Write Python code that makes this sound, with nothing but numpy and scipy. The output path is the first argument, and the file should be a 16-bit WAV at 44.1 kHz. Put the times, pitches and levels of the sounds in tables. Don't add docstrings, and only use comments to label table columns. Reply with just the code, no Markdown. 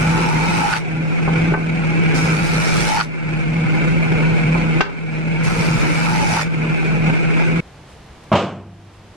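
import sys
import numpy as np
from scipy import signal
from scipy.fft import rfft, irfft, next_fast_len
from scipy.io import wavfile
from scipy.ndimage import uniform_filter1d, map_coordinates

SR = 44100
rng = np.random.default_rng(int(sys.argv[2]) if len(sys.argv) > 2 else 0)


def to_wav(sig):
    pcm = np.clip(np.atleast_2d(sig), -1, 1) * 32767
    pcm = np.round(pcm).astype(np.int16)
    wavfile.write(sys.argv[1], SR, pcm.T)


N = 403956
TIME = np.arange(N) / SR


def amp(db):
    return 10 ** (np.asarray(db) / 20)


def unit(x):
    return x / np.sqrt(np.mean(x ** 2) + 1e-20)


def along(points, hz):
    f, v = np.transpose(points)
    return np.interp(np.log(hz + 1), np.log(f + 1), v)


def wobble(rate):
    knots = rng.standard_normal((2, int(N * rate / SR) + 4))
    coarse = TIME[::32]
    return np.array([np.interp(TIME, coarse, map_coordinates(k, [coarse * rate])) for k in knots])


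def swell(s, db, half_length):
    return amp(db) * np.exp(-((TIME - s) / half_length) ** 2)


def filtered(x, response):
    n = x.shape[-1]
    m = next_fast_len(n + SR // 4)
    return irfft(rfft(x, m) * response(np.fft.rfftfreq(m, 1 / SR)), m)[..., :n]


def coloured(x, spectrum):
    return unit(filtered(x, lambda hz: amp(along(spectrum, hz))))


def resonate(x, modes):
    def body(f):
        return sum(amp(db) * (1j * f * width / (hz * hz - f * f + 1j * f * width)) ** 2
                   for hz, width, db in modes)
    return unit(filtered(x, body))


def stereo_noise(alike, n=N):
    def shares(hz):
        turn = np.arccos(np.clip(along(alike, hz), -1, 1)) / 2
        return np.array([np.cos(turn), np.sin(turn)])
    mid, side = filtered(rng.standard_normal((2, n)), shares)
    return np.array([mid + side, mid - side])


def swirling(depth_db, swirl_rad, frame=2048, patch_frames=6):
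    frames = dict(nperseg=frame, noverlap=frame - frame // 4)
    z = signal.stft(rng.standard_normal(N), **frames)[2]
    patches = uniform_filter1d(rng.standard_normal((2,) + z.shape), size=5, axis=1)
    gain, turn = unit(uniform_filter1d(patches, size=patch_frames, axis=2))
    z = z * amp(depth_db * gain)
    lead = np.exp(.5j * swirl_rad * turn)
    return signal.istft(np.array([z * lead, z / lead]), **frames)[1][:, :N]


def dying(x, fade_times):
    hz, t, z = signal.stft(x, SR, nperseg=256)
    fade = amp(-60 * t / along(fade_times, hz)[:, None])
    return signal.istft(z * fade, SR, nperseg=256)[1][:, :x.shape[-1]]


def ring(modes, t, scatter_db):
    hz, db, fade_s = np.transpose(modes)[:, :, None]
    size, phase = rng.uniform(-1, 1, (2, len(modes), 1))
    levels = amp(db + scatter_db * size - 60 * t / fade_s)
    return np.sum(levels * np.sin(2 * np.pi * hz * t + np.pi * phase), axis=0)


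def soften(x, corner_hz, order):
    return signal.sosfilt(signal.butter(order, min(corner_hz, SR / 3), fs=SR, output="sos"), x)


def add(track, s, sound):
    part = track[:, round(s * SR):][:, :sound.shape[-1]]
    part += sound[..., :part.shape[-1]]


# start and end in seconds, tearing in dB, rattle in dB,
# build-up of the tearing and of the rattle in seconds, frame shudder in dB.
PASSES = [(-0.1, 0.78, -30, -26, 0.21, 0.11, -29), (2.14, 3.038, -31, -30.5, 0.52, 0.1, -27.5),
          (5.432, 6.423, -29.5, -30.5, 0.18, 0.14, -24)]
ENTRY_S, EXIT_S = 0.0097, 0.018
BITE_DB, BITE_S = 7, 0.031
TAIL_TEAR_DB, TAIL_RATTLE_DB = 10, 8.5
RATTLE_LEAD_S = 0.048
FEED_DB, SHAKE_DB, FEED_RATE = 0.74, 1.3, 11

def feed_branch():
    levels = np.zeros((4, N))
    for start, end, tear_db, rattle_db, tail_s, rattle_s, shudder_db in PASSES:
        since, left = np.maximum(TIME - start, 0), np.maximum(end - TIME, 0)
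        contact = (1 - np.exp(-since / ENTRY_S)) * np.exp(-np.maximum(TIME - end, 0) / EXIT_S)
        tail = np.exp(-(left / tail_s) ** 2)
        loose = 1 / (1 + ((left - RATTLE_LEAD_S) / rattle_s) ** 2)
        tear = amp(tear_db + BITE_DB * np.exp(-since / BITE_S) + TAIL_TEAR_DB * tail)
        rattle = amp(rattle_db + TAIL_RATTLE_DB * loose)
        levels += [contact, contact * tear, contact * rattle, contact * amp(shudder_db)]
    levels[1] *= amp(FEED_DB * wobble(FEED_RATE)[0])
    return levels


# time in seconds, pitch in Hz.
HUM_PITCH = [(0.0, 159.5), (0.26, 166.5), (0.34, 155), (0.48, 166.4), (0.76, 164.6), (0.8, 158.0),
             (1.42, 163), (2.02, 161.8), (2.08, 157.1), (2.57, 162), (2.73, 158.7), (2.79, 164),
             (3.27, 157.3), (4.01, 161.3), (4.23, 157.9), (4.31, 162.2), (4.47, 158.6), (4.55, 165),
             (4.69, 160), (4.85, 161.8), (5.13, 160), (5.69, 163), (5.87, 156.8), (6.13, 166.1),
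             (6.62, 158.7), (7.26, 161.4), (7.36, 158), (7.6, 166.5)]
WAVER_HZ, WAVER_RATE = 0.94, 12

def hum_cycles():
    pitch_hz = np.interp(TIME, *np.transpose(HUM_PITCH)) + WAVER_HZ * wobble(WAVER_RATE)[0]
    return np.cumsum(pitch_hz) / SR


# multiple of its pitch, level in dB, phase drift in radians.
HUM_TONES = [(1, -14.5, 0.53), (5 / 4, -34.5, 1), (3 / 2, -31, 0.3), (7 / 4, -35.5, 0.8), (2, -31.5, 0.84),
             (3, -37, 1.0)]
# frequency in Hz, level in dB.
RUMBLE = [(20, -25), (45, -5), (75, -7), (120, 4.5), (160, 0.5), (205, 0), (260, -6), (330, -35),
          (600, -120)]
SHUDDER = [(20, -24), (45, -0.5), (85, -9), (130, 6), (200, 0.5), (300, -45.5)]
# time in seconds, the left ear's lead in cycles.
BASS_SWAY = [(0.0, 0.087), (0.2, -0.26), (0.3, 0.38), (0.48, -0.32), (0.52, 0.39), (0.64, -0.0075),
             (0.74, -0.91), (0.98, -0.019), (1.3, -0.876), (1.66, -1.2), (1.7, -0.85), (2.12, -0.62),
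             (2.37, -1.13), (2.65, 0.47), (2.83, 0.274), (3.05, 0.83), (3.33, 0.087), (3.43, 0.45),
             (3.55, -0.076), (3.65, 0.058), (3.69, 0.65), (4.31, 0.77), (4.45, 0.12), (5.15, -0.815),
             (5.55, -0.66), (5.71, -2.04), (5.85, -1.276), (5.93, -1.72), (6.19, -1.7), (6.21, -1.33),
             (6.37, -2.04), (6.59, -1.11), (6.68, -0.99), (6.74, -1.484), (7.1, -1.14), (7.2, -1.633),
             (7.48, -1.43), (7.6, -1.06)]
SWAY_RAD, SWAY_RATE = 0.25, 25
THROB_HZ, THROB_DB, THROB_RISE = 40.6, -33, 0.148
RUMBLE_DB, MUFFLE_DB = -27.5, -2.5

def drone(cycles, load, shudder):
    hum = np.zeros(N)
    for multiple, db, wander in HUM_TONES:
        drift = wander * (0.68 * wobble(11)[0] + 0.74 * wobble(55)[0])
        hum += amp(db + 0.93 * wobble(30)[0]) * np.sqrt(2) * np.sin(2 * np.pi * multiple * cycles + drift)
    throb_cycles = np.cumsum(THROB_HZ * (1 + THROB_RISE * load) + 1.9 * wobble(9)[0]) / SR
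    throb = amp(THROB_DB + 2.1 * wobble(7.3)[0]) * np.sqrt(2) * np.sin(2 * np.pi * throb_cycles)
    rumble = amp(RUMBLE_DB + 1.2 * wobble(18)[0]) * coloured(rng.standard_normal(N), RUMBLE)
    frame = shudder * amp(2.9 * wobble(14)[0]) * coloured(rng.standard_normal(N), SHUDDER)
    lead = 2 * np.pi * np.interp(TIME, *np.transpose(BASS_SWAY)) + SWAY_RAD * wobble(SWAY_RATE)[0]
    bass = signal.hilbert(amp(MUFFLE_DB * load) * hum + throb + rumble + frame)
    return np.real(bass * np.exp(1j * lead * np.array([[.5], [-.5]])))


# frequency in Hz, level in dB.
AIR = [(150, -9), (400, -12), (650, -6.5), (817, -1), (1160, -10), (1440, 0), (1890, -10.5), (2200, 1.5),
       (2330, 2.5), (2620, -4), (2880, -12), (3410, -18.5), (9070, -31.5), (10700, -40), (12200, -64)]
ROAR = [(100, -88), (190, -3.5), (270, -1), (320, 1), (420, -3), (500, -3), (680, -13.5), (1000, -45),
        (2000, -120)]

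def rushing_air(cycles):
    pulse = 1 + 0.14 * np.sin(2 * np.pi * cycles + 1.3 * wobble(10)[0])
    flutter = amp(1.19 * wobble(130)[0] + 0.86 * wobble(12)[0])
    air = coloured(swirling(depth_db=0.25, swirl_rad=3.56) * pulse, AIR)
    roar = coloured(swirling(depth_db=1.0, swirl_rad=3.53), ROAR)
    return flutter * (amp(-23) * air + amp(-25) * roar)


KNIFE_HZ = 107.3

def knife_strokes(noise, life_s, scatter_db, steady):
    count, phase = np.divmod(TIME * KNIFE_HZ, 1)
    sizes = amp(scatter_db * rng.uniform(-1, 1, int(count[-1]) + 1))
    burst = unit(sizes[count.astype(int)] * np.exp(-phase / KNIFE_HZ / life_s))
    return (steady + burst) * noise


# frequency in Hz, level in dB.
FIBRES = [(150, 8), (400, 4.5), (650, 7), (1200, -3), (2300, 8), (2900, 0), (3300, -4.5), (3700, -0.5),
          (4200, -0.5), (5700, -0.5), (6980, -5.5), (9380, -8), (12100, -17), (13000, -45)]

def tearing_wood(tear):
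    noise = swirling(depth_db=1.86, swirl_rad=4.2, frame=1024, patch_frames=20)
    rips = knife_strokes(noise, life_s=0.0027, scatter_db=5.0, steady=2.6)
    return amp(3 + 0.24 * wobble(32)[0]) * tear * coloured(rips, FIBRES)


# pitch in Hz, width in Hz, level in dB.
TABLE_NOTES = [(1050, 127, -4.5), (1234, 110, 0), (1324, 47, 6), (1443, 187, 1), (1830, 300, -7.5),
               (2337, 510, -5)]
# time in seconds, level in dB.
HARD_SPOTS = [(0.22, -43), (2.3, -27.5), (2.6, -29.5), (5.73, -31), (6.08, -30.5)]

def table_rattle(rattle, contact):
    jolts = sum(swell(s, db, half_length=0.04) for s, db in HARD_SPOTS)
    noise = swirling(depth_db=0.0, swirl_rad=3.63)
    blows = knife_strokes(noise, life_s=0.0019, scatter_db=-1.0, steady=1.25)
    return amp(2) * (rattle + contact * jolts) * resonate(blows, TABLE_NOTES)


# time in seconds, level in dB, pitch in Hz.
CHATTER = [(0, -30, 850), (.34, -21.5, 898), (.58, -20.5, 865), (.65, -12, 850), (.71, -17, 870),
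           (2.15, -34, 880), (2.8, -34.5, 881), (2.93, -14, 855), (3.015, -12, 880), (3.05, -34, 880),
           (5.97, -34.5, 894), (6.139, -20.5, 875), (6.3, -20.5, 846), (6.39, -10.5, 870), (6.44, -32, 870)]
# pitch in Hz, width in Hz, level in dB.
WHINE = [(3000, 19, 4.5), (5800, 300, -11)]
BRANCH_WIDTH_HZ, BRANCH_ROUGH = 62, 1.47

def branch_chatter(contact):
    times, db, pitch_hz = np.transpose(CHATTER)
    phase = 2 * np.pi * np.cumsum(np.interp(TIME, times, pitch_hz)) / SR
    spread = lambda: unit(soften(rng.standard_normal((2, N)), BRANCH_WIDTH_HZ, order=2))
    clean = np.sin(phase + 0.99 * wobble(30)[0] + 0.65 * wobble(20))
    rough = spread() * np.sin(phase) + spread() * np.cos(phase)
    whine = amp(-18.5) * resonate(rng.standard_normal((2, N)), WHINE)
    return contact * amp(np.interp(TIME, times, db)) * (unit(clean + BRANCH_ROUGH * rough) + whine)


# frequency in Hz, level in dB.
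ROOM_TONE = [(25, -12), (60, 0.5), (140, -2), (250, -9.5), (750, -13), (1500, -18.5), (3000, -23),
             (6000, -30), (11000, -39), (13000, -49)]
# frequency in Hz, likeness between the ears.
QUIET_ALIKE = [(100, 1), (700, 0.78), (2800, 0.68), (6200, .05)]

def room_tone():
    return amp(-41) * coloured(stereo_noise(QUIET_ALIKE), ROOM_TONE)


# time in seconds, level in dB, half-length in seconds.
KICKS = [(0.734, -7.5, .008), (0.761, -8, 0.017), (2.982, -10.5, .007), (3.013, -4.5, 0.014),
         (6.385, -13.5, 0.015), (6.414, -14.5, 0.0063)]
# pitch in Hz, width in Hz, level in dB.
KICK_NOTES = [(870, 210, -0.5), (1190, 200, -2), (1420, 350, 6.5), (1730, 330, -5), (2590, 300, -3.5),
              (2880, 300, -8.5), (4530, 400, -7), (5940, 900, -26)]

def tail_kicks(contact):
    kicks = sum(swell(*kick) for kick in KICKS)
    noise = stereo_noise([(1000, 0.32), (5000, 0.17)])
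    blows = knife_strokes(noise, life_s=0.0018, scatter_db=5.5, steady=0.93)
    return amp(1.5) * contact * kicks * resonate(blows, KICK_NOTES)


# start in seconds, level in dB, brightness in Hz, rise in seconds.
KNOCKS = [(1.274, -1, 1040, 0.0084), (1.518, -5, 596, 0.0046), (1.537, -0.5, 1580, 0.007),
          (1.571, -9, 890, 0.0046), (4.55, -2, 999.3, 0.009), (4.798, -13, 450, 0.0023),
          (4.8068, 1, 4000, 0.00059), (4.8093, 6, 5570, 0.00084), (4.838, -17, 3000, 0.0047)]
# pitch in Hz, level in dB, fade time in seconds.
BED_NOTES = [(398, -5, 0.049), (633, -8, 0.027), (856, 0.5, 0.029), (1050, -8, 0.018), (1290, 3.5, 0.028),
             (1527, 0.5, 0.062), (2100, -5, .025), (2380, -11, .045), (2720, -6, 0.055)]
# frequency in Hz, fade time in seconds.
SHOP_FADE = [(200, 0.5), (2000, 0.25), (10000, 0.22)]

def knocks():
    track, t = np.zeros((2, N)), np.arange(SR // 3) / SR
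    crunch_colour = [(150, 2.0), (700, -1.0), (1700, 2.5), (3500, -10.5), (8000, -14), (11500, -32)]
    for s, db, bright_hz, rise in KNOCKS:
        crunch = coloured(rng.standard_normal((2, len(t))), crunch_colour)
        blow = ring(BED_NOTES, t, scatter_db=0.0) + 1.52 * amp(-60 * t / 0.054) * crunch
        add(track, s, amp(db) * soften((1 - np.exp(-t / rise)) * blow, bright_hz, order=4))
    room = dying(rng.standard_normal((2, len(t))), SHOP_FADE)
    echo = signal.fftconvolve(track, room / np.linalg.norm(room[0]), axes=1)[:, :N]
    return track + amp(-6.5) * echo


# start in seconds, level in dB.
CHIPS = [(3.785, -15.5), (3.799, -15.5)]
# pitch in Hz, level in dB, fade time in seconds.
SLOT_NOTES = [(2160, -0.5, 0.014), (2290, 2, 0.019), (2557, -9, .015)]

def chips():
    track, t = np.zeros((2, N)), np.arange(SR // 20) / SR
    for s, db in CHIPS:
        add(track, s, amp(db) * (1 - np.exp(-t / 0.0006)) * ring(SLOT_NOTES, t, scatter_db=-3))
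    return track


def thump(s=4.167, db=-18, hz=86):
    return swell(s, db, half_length=0.0052) * np.cos(2 * np.pi * hz * (TIME - s))


# time in seconds, level in dB, half-length in seconds.
BRUSHES = [(7.92, -53.5, 0.048), (8.241, -49, 0.0055), (8.83, -73, .04), (8.945, -56, .025),
           (9.09, -72, .015)]

def gloves():
    touch = sum(swell(*brush) for brush in BRUSHES)
    colour = [(400, -19), (2500, -12), (9000, -17), (13000, -31)]
    return touch * coloured(stereo_noise(QUIET_ALIKE), colour)


# start in seconds, level in dB, brightness in Hz.
LANDINGS = [(8.317, -1.5, 1200), (8.3247, 3, 1750), (8.3523, 0.5, 2770), (8.364, -10.5, 2700),
            (8.381, -10, 2700), (8.415, -17.5, 3800)]
# frequency in Hz, then the value named alongside.
CLATTER = [(35, -32), (55, -32), (91, -4.5), (180, -1), (288, -8.5), (400, -5.5), (620, -4.5), (1150, -11),
           (1900, -19.5), (3000, -11.5), (4500, -17), (8200, -17), (10500, -43)]
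CLATTER_FADE = [(80, 0.32), (190, 0.74), (560, 0.45), (1470, 0.53), (3880, 0.36), (9000, 0.47)]
CLATTER_ALIKE = [(600, 0.98), (1400, 0.97), (2900, 0.84), (6200, 0.27)]
# pitch in Hz, level in dB, fade time in seconds.
WOOD_NOTES = [(373, -3, .12), (452, -10, .3), (685, -2, 0.39), (952, -4, 0.23), (1230, -5, 0.24),
              (2220, -6, 0.16), (2990, -14, .24), (2940, -11, .24), (3155, -6, .22), (3456, -12, .24)]
STEEL_NOTES = [(100, -22, 2.06), (152, -19, 0.88), (183, -14.5, 0.82), (337, -31, 1.8), (580, -8, 0.49),
               (693, -29.5, 1.1), (1097, -8.5, 0.38)]
THUD_NOTES = [(111, -0.5, 0.25), (206, -2, 0.18), (420, -8, 0.14), (643, 1, 0.11)]
LANDING_LOWEST_HZ = 65

def stack_landing():
    track, t = np.zeros((2, N)), np.arange(SR) / SR
    onset = 1 - np.exp(-t / 0.0018)
    blow = onset * (1 + 1.6 * np.exp(-t / 0.065))
    for s, db, bright_hz in LANDINGS:
        clatter = dying(coloured(stereo_noise(CLATTER_ALIKE, len(t)), CLATTER), CLATTER_FADE)
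        wood = amp(-6.5) * onset * ring(WOOD_NOTES, t, scatter_db=3.0)
        add(track, s, amp(db) * soften(amp(-4.5) * blow * clatter + wood, bright_hz, order=2))
    add(track, LANDINGS[0][0], amp(2) * onset * ring(STEEL_NOTES + THUD_NOTES, t, scatter_db=1.5))
    return signal.sosfilt(signal.butter(3, LANDING_LOWEST_HZ, "high", fs=SR, output="sos"), track)


FULL_LOAD_DB = -22
MACHINE_ENDS_S = 7.606

def scene():
    contact, tear, rattle, shudder = feed_branch()
    branch_shake, table_shake = amp(SHAKE_DB * wobble(FEED_RATE))
    load = np.clip(tear / amp(FULL_LOAD_DB), 0, 1)
    cycles = hum_cycles()
    machine = drone(cycles, load, shudder) + rushing_air(cycles) + tearing_wood(tear)
    machine += table_shake * table_rattle(rattle, contact) + branch_shake * branch_chatter(contact)
    machine += tail_kicks(contact) + knocks() + chips() + thump()
    running = np.clip((MACHINE_ENDS_S - TIME) / 0.0026, 0, 1)
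    return running * machine + stack_landing() + gloves() + room_tone()


def volume_control(x, threshold_db, slope, release_s, window_s, lag_s):
    sensed = signal.sosfilt(signal.butter(2, 500, "high", fs=SR, output="sos"), x)
    power = np.abs(uniform_filter1d(np.mean(sensed ** 2, axis=0), int(window_s * SR)))
    over_db = slope * np.maximum(10 * np.log10(power + 1e-12) - threshold_db, 0)
    fading = np.exp(-TIME / release_s)
    held_db = np.maximum.accumulate(over_db / fading) * fading
    return x * amp(-np.interp(TIME - lag_s, TIME, uniform_filter1d(held_db, size=130)))


# frequency in Hz, level over the left in dB.
RIGHT_BOOST = [(400, 0), (1200, 0.5), (2300, 1), (9000, 1.4)]
TOP_HZ = 13200

def record(dry):
    ducked = volume_control(dry, threshold_db=-20, slope=0.69, release_s=0.39, window_s=0.0033,
                            lag_s=0.00093)
    microphones = lambda hz: amp(along(RIGHT_BOOST, hz) * np.array([[-.5], [.5]]))
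    return filtered(np.clip(ducked, -1, 1), lambda hz: microphones(hz) * (hz < TOP_HZ))


dry = scene()
out = record(dry)
to_wav(out)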